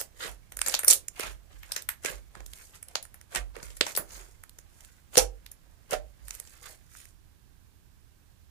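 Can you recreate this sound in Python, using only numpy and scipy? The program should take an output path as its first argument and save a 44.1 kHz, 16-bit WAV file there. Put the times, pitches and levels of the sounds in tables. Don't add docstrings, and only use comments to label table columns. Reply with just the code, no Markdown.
import sys
import numpy as np
from scipy import signal
from scipy.fft import rfft, irfft, next_fast_len
from scipy.io import wavfile
from scipy.ndimage import uniform_filter1d, map_coordinates

SR = 44100
rng = np.random.default_rng(int(sys.argv[2]) if len(sys.argv) > 2 else 0)


def transcribe(signal):
    frames = np.atleast_2d(signal).T
    limited = np.clip(frames, -1, 1)
    pcm = np.round(limited * 32767).astype(np.int16)
    wavfile.write(sys.argv[1], SR, pcm)


N = 374850
MIC_LAG_S = .0022

# peak_s, build_s, release_s, squelch_db, folds_db, peel_db
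STROKES = [(0, .01, .04, -43.5, -60.5, -35.5), (.245, .075, .085, -40, -33.5, -39),
           (.71, .12, .09, -50, -39, -34.5), (.905, .03, .05, -43.5, -33.5, -19.5),
           (1.241, 0.089, .09, -39.5, -33.5, -40), (1.519, .04, .09, -59, -57.5, -64),
           (1.749, .25, .1, -61.5, -54.5, -55), (2.065, .04, .11, -40, -34.5, -38),
           (2.365, .05, .09, -53, -56, -62.5), (2.601, 0.17, .2, -63.5, -58, -51.5),
           (2.75, .04, 0.045, -60.5, -54.5, -50.5), (2.91, .05, .14, -59, -60, -64),
           (3.328, 0.028, 0.026, -48, -47.5, -51), (3.361, .022, .038, -32, -29, -36.5),
           (3.553, .02, .19, -52.5, -49.5, -57.5), (3.655, .06, 0.1, -69, -60, -48.5),
           (3.775, .06, 0.018, -68, -58, -54), (3.9, .08, .04, -50.5, -42, -39.5),
           (3.99, .02, 0.063, -43.5, -62.5, -51), (4.139, 0.087, 0.19, -51.5, -48.5, -45),
           (4.85, .2, .16, -74, -62.5, -57.5), (5.152, .035, .02, -44.5, -46.5, -43),
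           (5.184, 0.021, .052, -35, -28.5, -23.5), (5.932, 0.033, .033, -35.5, -30, -36.5),
           (6.34, 0.14, 0.23, -60, -55.5, -48.5), (6.54, .1, 0.074, -63, -53.5, -53),
           (6.659, 0.083, 0.13, -53, -48.5, -45.5), (7.0, 0.15, .11, -67.5, -53.5, -49)]


def amp(db):
    return 10 ** (np.asarray(db) / 20)


def unit(x):
    return x / np.sqrt(np.mean(x ** 2) + 1e-20)


def unit_burst(x):
    return x / np.sqrt(np.sum(x ** 2) / (.003 * SR))


def along(points, hz):
    freq_hz, values = np.transpose(points)
    return np.interp(np.log(hz + 1), np.log(freq_hz), values)


def add(track, start_s, sound):
    i = max(0, round(start_s * SR))
    track[i:i + len(sound)] += sound[:len(track) - i]


def wobble(rate_hz):
    knots = rng.standard_normal(int(N * rate_hz / SR) + 4)
    return map_coordinates(knots, [np.arange(N) * rate_hz / SR])


def blip(lifetimes):
    return lifetimes ** 2 * np.exp(-3 * lifetimes)


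def colour(x, spectrum, size=2048):
    hz = np.fft.rfftfreq(size, 1 / SR) + 1
    outside_oct = np.abs(np.log2(hz / np.clip(hz, spectrum[0][0], spectrum[-1][0])))
    cepstrum = irfft(np.log(amp(along(spectrum, hz) - 20 * outside_oct)))
    cepstrum[1:size // 2] *= 2
    cepstrum[size // 2 + 1:] = 0
    return signal.oaconvolve(x, irfft(np.exp(rfft(cepstrum))))[:len(x)]


def scatter(x, echo_ratio, t60_s, size=900):
    paths = rng.standard_normal(size) * amp(-60 * np.arange(size) / SR / t60_s)
    paths *= echo_ratio / np.linalg.norm(paths)
    paths[0] = 1
    return signal.fftconvolve(x, paths)[:len(x)] / np.hypot(1, echo_ratio)


def moving(x, echo, size=6144):
    out = np.zeros(N)
    for i in range(0, N, size):
        add(out, i / SR, echo(np.pad(x[i:i + size], (0, 2 * size))))
    return out


def room_tone(left_db=-64.5, right_db=-54.5, hiss_db=-78):
    # freq_hz, gain_db
    rumble = [(12, -36.5), (20, -1.5), (82, -1.5), (108, -8), (139, -10.5), (199, -18), (286, -20.5),
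              (347, -22.5), (511, -29), (1080, -29), (1420, -31.5), (1590, -27.5), (1930, -32.5),
              (15000, -37)]
    left, right = [unit(colour(rng.standard_normal(N + SR), rumble, size=16384)[SR:]) for _ in range(2)]
    hiss = amp(hiss_db) * rng.standard_normal(N)
    return np.array([amp(left_db) * left + hiss, amp(right_db) * right])


def stroke_pressure(peak_s, build_s, release_s, drop_db=21):
    t = np.arange(N) / SR - peak_s
    building, releasing = np.clip(-t / build_s, 0, 10), np.clip(t / release_s, 0, 10)
    return amp(-drop_db * (building ** 1.6 + releasing ** 1.45))


def kneading_levels_db(lift_s=7.1, fade_s=.1):
    # squelch_db, folds_db, peel_db
    contact_db = (-74, -72, -73)
    exponents = (0.99, 1.15, 0.87)
    touching = np.clip((lift_s - np.arange(N) / SR) / fade_s, 0, 1)
    power = np.outer(amp(contact_db), touching) ** 2
    for peak_s, build_s, release_s, *levels_db in STROKES:
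        pressure = stroke_pressure(peak_s, build_s, release_s)
        active = pressure > 1e-4
        for layer, level_db, exponent in zip(power, levels_db, exponents):
            layer[active] += (amp(level_db) * pressure[active] ** exponent) ** 2
    return 10 * np.log10(power + 1e-20)


def crackle(level_db, spectrum, rate_hz, spread_db, clump_db, left_db, spots=3):
    near, far = np.zeros((2, N))
    clumps = amp(clump_db * wobble(110))
    gain = amp(level_db) / np.sqrt(spots)
    for _ in range(spots):
        grains = np.zeros(N)
        hits = np.flatnonzero(rng.random(N) < rate_hz / spots / SR)
        sizes_db = spread_db * np.minimum(rng.exponential(size=len(hits)), 3.5)
        grains[hits] = amp(sizes_db) * rng.choice([-1, 1], len(hits))
        spot = gain * unit(colour(grains * clumps, spectrum))
        near += spot
        add(far, MIC_LAG_S * rng.uniform(.72, 1.1), spot)
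    feed = amp(left_db) * near
    left = moving(feed, lambda x: scatter(x, echo_ratio=.94, t60_s=.008))
    right = moving(far, lambda x: scatter(x, echo_ratio=.96, t60_s=.024))
    return np.array([left, right, feed])


def kneading():
    # freq_hz, gain_db
    squelch = [(90, -17.5), (180, -11), (250, -13), (320, -3), (430, -3), (750, -3), (1100, -9),
               (1800, -23)]
    folds = [(750, -24), (1250, 0), (1800, 1.5), (2700, -3), (4000, -7), (6500, -18)]
    peel = [(2800, -22.5), (4500, -4.5), (7000, 1), (10000, -1), (15000, -8)]
    squelch_db, folds_db, peel_db = kneading_levels_db()
    out = crackle(squelch_db - 1, squelch, rate_hz=900, spread_db=2.5, clump_db=3.5, left_db=-6.5)
    out += crackle(folds_db - 1, folds, rate_hz=1500, spread_db=5, clump_db=2.5, left_db=-6)
    out += crackle(peel_db - 2, peel, rate_hz=1100, spread_db=4.5, clump_db=2, left_db=-4)
    lift = np.interp(np.arange(N) / SR, [6, 6.4], [0, 1])
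    return out * amp(np.outer([-3.25, .5, -3.25], lift))


def small_pockets(per_stroke=3, pitch_spread=.37):
    rows = []
    for peak_s, build_s, release_s, _, _, peel_db in STROKES:
        starts_s = peak_s + rng.uniform(-build_s, release_s, per_stroke) / 2
        for start_s, (size, pocket, film, side) in zip(starts_s, rng.standard_normal((per_stroke, 4))):
            ring_hz, snap_hz = 2300 * np.exp(pitch_spread * pocket), 8500 * np.exp(pitch_spread * film)
            snap_db = peel_db - 4.5 + 2 * size
            ring_db, plop_db, pan_db = snap_db - 5.5, snap_db - 18.5, -10 + 4 * side
            rows.append((start_s, ring_hz, ring_db, snap_hz, snap_db, plop_db, pan_db))
    return rows


def pops(tear=.33, tear_t60_s=.0039, ring_cycles=4.6, plop_hz=540, plop_cycles=1.1):
    # start_s, ring_hz, ring_db, snap_hz, snap_db, plop_db, pan_db (left over right)
    large_pockets = [(0.0116, 2400, -37.5, 13300, -25, -40, -8.5), (.52, 1660, -44.5, 7855, -41, -49, -6.5),
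                     (.5684, 1720, -44, 10540, -31, -46, -9.5),
                     (0.5891, 1600, -37.5, 9540, -33.5, -55, -15.5),
                     (.6145, 1900, -24.5, 8000, -19, -47, -14.5), (0.6629, 1800, -36, 9830, -25, -36, 7),
                     (0.674, 1700, -34.5, 6635, -28, -45, 2), (0.6823, 1500, -39.5, 9465, -22, -34.5, -4.5),
                     (.6952, 1600, -39, 6770, -27.5, -41, -7), (0.7403, 4400, -16, 6540, -18, -33.5, -7),
                     (0.7484, 3060, -31, 5640, -20.5, -39, -4), (.7911, 1700, -34, 10430, -23, -46.5, -1),
                     (0.8329, 1800, -36, 10180, -31.5, -44, -2),
                     (0.8456, 1600, -35.5, 12790, -19, -47.5, -4.5),
                     (0.8753, 1506, -40, 9500, -26, -33, -1.5), (0.8809, 2200, -27, 9300, -6, -35.5, -3),
                     (0.9021, 4750, -21.5, 7680, -10, -36.5, -11),
                     (0.9081, 3200, -32, 7200, -6, -42.5, -10), (.9328, 3080, -41, 8970, -15, -42, 3),
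                     (1.0818, 1880, -47, 7500, -29, -67, -15.5),
                     (1.1946, 1700, -32.5, 9100, -28, -32, -15.5),
                     (1.207, 3820, -38, 8110, -32, -49, -10.5),
                     (1.6317, 2160, -43, 10950, -50.5, -72, -1.5),
                     (1.7192, 4870, -30.5, 8906, -27, -47, -3.5), (1.763, 1930, -32, 6900, -27, -46, 3.5),
                     (1.8209, 4700, -47, 13700, -38, -67, -6), (1.8892, 1900, -29, 10590, -23, -65, 0.5),
                     (2.047, 1700, -30, 8100, -29.5, -28, -9.5),
                     (2.0581, 2620, -26, 6922, -28.5, -52.5, -10),
                     (2.3513, 1600, -43.5, 8000, -51, -49, -4),
                     (2.4033, 1620, -45, 6504, -48.5, -47, -10.5),
                     (2.4613, 4660, -48, 9370, -39, -62, -8.5), (2.5332, 3860, -42, 8457, -41, -57, -10),
                     (2.8268, 1800, -51, 9407, -35, -64, -8.5),
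                     (2.8832, 4000, -51, 9145, -41.5, -75, -13.5),
                     (2.9536, 4300, -19, 5620, -24, -33.5, -6), (3.027, 4400, -54, 9015, -38.5, -73, 3.5),
                     (3.0511, 1730, -52, 10300, -45, -66, -6.5), (3.1425, 1730, -51.5, 11300, -46, -56, 1),
                     (3.2114, 1920, -54, 9200, -46.5, -70, -11), (3.3491, 1840, -32, 8000, -29, -40, -2.5),
                     (3.3575, 1870, -26, 7367, -23, -48, -10.5),
                     (3.5642, 1900, -43.5, 8100, -49.5, -34, -7.5),
                     (3.6289, 1800, -45.5, 5907, -41, -52, 3.5),
                     (3.7034, 3136, -48, 6975, -47.5, -56, -1.5),
                     (3.7684, 1927, -56.5, 9350, -42, -73.5, 2), (3.809, 3430, -11, 6090, -16.5, -23, -12),
                     (3.8662, 2000, -32.5, 7400, -32.5, -36.5, 0.5),
                     (3.951, 3300, -38, 7283, -32.5, -47.5, 0.5),
                     (3.9641, 2230, -48.5, 8330, -25.5, -56, 5.5),
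                     (3.9744, 1500, -30, 17000, -14, -32, 5.5), (4.4354, 1500, -47, 10200, -43, -63, -12),
                     (4.4927, 4300, -54.5, 12780, -46, -73, -17),
                     (4.5863, 2000, -51.5, 9045, -40, -58, -11), (4.8052, 2600, -55, 7800, -49, -71, -17),
                     (4.8466, 2500, -55, 8920, -46, -71, -12.5),
                     (5.154, 4500, -24.5, 5557, -31.5, -34.5, -14),
                     (5.1704, 4400, -17, 7784, -16.5, -32.5, -9), (5.1777, 4420, -12, 6917, -7, -27, -2),
                     (5.1845, 4323, -21, 6100, -15.5, -28, -11.5),
                     (5.4619, 4000, -42.5, 13510, -46.5, -73, -10),
                     (5.5154, 1800, -66.5, 11100, -40, -65, -7),
                     (5.909, 4600, -48.5, 9930, -33, -41.5, 1.5),
                     (5.931, 2460, -32.5, 6900, -31, -44, -9.5), (6.2811, 1800, -49, 9470, -38, -76, -8.5),
                     (6.306, 2120, -41.5, 8030, -32.5, -56, -11.5),
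                     (6.349, 2200, -61, 11200, -38, -70, -8.5), (6.3981, 1880, -48.5, 10100, -31, -52, -13),
                     (6.473, 3970, -51.5, 7070, -47.5, -66, -5), (6.9492, 1600, -48, 6800, -57.5, -76, -15)]
    # pitch_ratio, gain_db
    film_spectrum = [(.33, -22.5), (.6, -6.5), (.85, -0.5), (1.1, 1.5), (1.45, -8.5), (2, -13.5)]
    out, t = np.zeros((3, N)), np.arange(SR // 30) / SR
    for start_s, ring_hz, ring_db, snap_hz, snap_db, plop_db, pan_db in large_pockets + small_pockets():
        ring = np.sin(2 * np.pi * ring_hz * t) * amp(-60 * t * ring_hz / ring_cycles)
        ring = unit_burst(colour(ring, [(400, -19), (1200, -3), (3000, 0), (9000, 2)]))
        rupture = (t == 0) + tear * rng.standard_normal(len(t)) * amp(-60 * t / tear_t60_s)
        snap = unit_burst(colour(rupture, [(ratio * snap_hz, db) for ratio, db in film_spectrum]))
        cycles = plop_hz * rng.lognormal(0, .15) * t
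        plop = unit_burst(np.sin(2 * np.pi * cycles) * blip(cycles / plop_cycles))
        pop = amp(ring_db + .1) * ring + amp(snap_db + .5) * snap + amp(plop_db) * plop
        left, right = np.sqrt(2 / (1 + amp([-2 * pan_db, 2 * pan_db])))
        feed = (left + .095 * right) * pop
        bounce = amp(-5) * scatter(feed, echo_ratio=12, t60_s=.022)
        add(out[0], start_s, left * scatter(pop, echo_ratio=.75, t60_s=.009))
        add(out[1], start_s + MIC_LAG_S, right * scatter(pop, echo_ratio=.75, t60_s=.009) + bounce)
        add(out[2], start_s, amp(-2) * feed)
    return out


def room_echo(x, gap_s=.007):
    # freq_hz, t60_s
    decay = [(200, 0.34), (550, 0.27), (1400, 0.17), (3700, .16), (9700, 0.14), (15000, 0.11)]
    hz, t, bins = signal.stft(rng.standard_normal(SR // 4), SR, nperseg=256)
    tail = signal.istft(bins * amp(-60 * t / along(decay, hz)[:, None]), SR, nperseg=256)[1]
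    delayed = np.pad(x, (round(gap_s * SR), 0))
    return signal.fftconvolve(delayed, tail / np.linalg.norm(tail))[:len(x)]


def table_rumble(rumble_hz=47.7, t60_s=.5, swell_s=.046, thud_hz=125, thud_cycles=.43, left_db=-10):
    # start_s, rumble_db, thud_db
    pushes = [(0.251, -39, -37), (0.53, -41.5, -62), (1.24, -35.5, -40), (1.52, -40, -49.5),
              (2.099, -36.5, -36), (2.368, -38, -36.5), (3.36, -29.5, -31), (3.631, -38, -34),
              (3.994, -46, -34), (4.12, -42, -58), (5.171, -26.5, -23), (5.926, -34, -32),
              (6.19, -39.5, -65)]
    motion, t = np.zeros(N, complex), np.arange(SR) / SR
    swell = 1 - np.exp(-(t / swell_s) ** 2)
    rumble = amp(8.5 - 60 * t / t60_s) * swell * np.exp(2j * np.pi * rumble_hz * t)
    contact = blip(thud_hz * t / thud_cycles)
    thud = contact / contact.max() * np.exp(2j * np.pi * thud_hz * t)
    for start_s, rumble_db, thud_db in pushes:
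        add(motion, start_s, amp(rumble_db) * rumble + amp(thud_db) * thud)
    left, right = motion * np.exp(1j * np.array([wobble(17), wobble(16)]))
    return np.array([amp(left_db) * left.real, right.imag])


def suction(pitch_rise=.031, open_s=.0024, quiver_rad=.59):
    # start_s, cavity_hz, level_db, t60_s
    holes = [(3.353, 480, -44, 0.031), (3.976, 572.4, -32, .04), (5.172, 505, -2.5, 0.063),
             (5.19, 520, -26, .13), (5.176, 710, -13, 0.044), (5.179, 790, -12.5, 0.064),
             (5.186, 915, -28, .1), (5.921, 560, -18.5, 0.062), (5.934, 624, -10, 0.047),
             (5.928, 760, -17, 0.061), (5.93, 1330, -19.5, 0.038)]
    out, t = np.zeros((3, N)), np.arange(SR // 5) / SR
    closed = np.exp(-t / open_s)
    for start_s, cavity_hz, level_db, t60_s in holes:
        phase = 2 * np.pi * np.cumsum(cavity_hz * (1 - pitch_rise * closed)) / SR
        walls = unit(uniform_filter1d(uniform_filter1d(rng.standard_normal(len(t)), 160), 160))
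        ring = amp(level_db - 60 * t / t60_s) * (1 - closed) * np.sin(phase + quiver_rad * walls)
        add(out[0], start_s, amp(-15) * ring)
        add(out[1], start_s + MIC_LAG_S, ring)
        add(out[2], start_s, amp(-9) * ring)
    return out


def scene(left_db=1, wet_db=(-9, -2)):
    left, right, feed = pops() + kneading() + suction()
    echoes = np.array([amp(db) * moving(feed, room_echo, size=12288) for db in wet_db])
    return np.array([amp(left_db) * left, right]) + echoes + table_rumble() + room_tone()


def record(dry, top_hz=15300):
    clipped = dry / (1 + np.abs(dry) ** 6) ** (1 / 6)
    size = next_fast_len(N + SR // 2)
    passband = np.fft.rfftfreq(size, 1 / SR) < top_hz
    return irfft(rfft(clipped, size) * passband, size)[:, :N]


dry = scene()
out = record(dry)
transcribe(out)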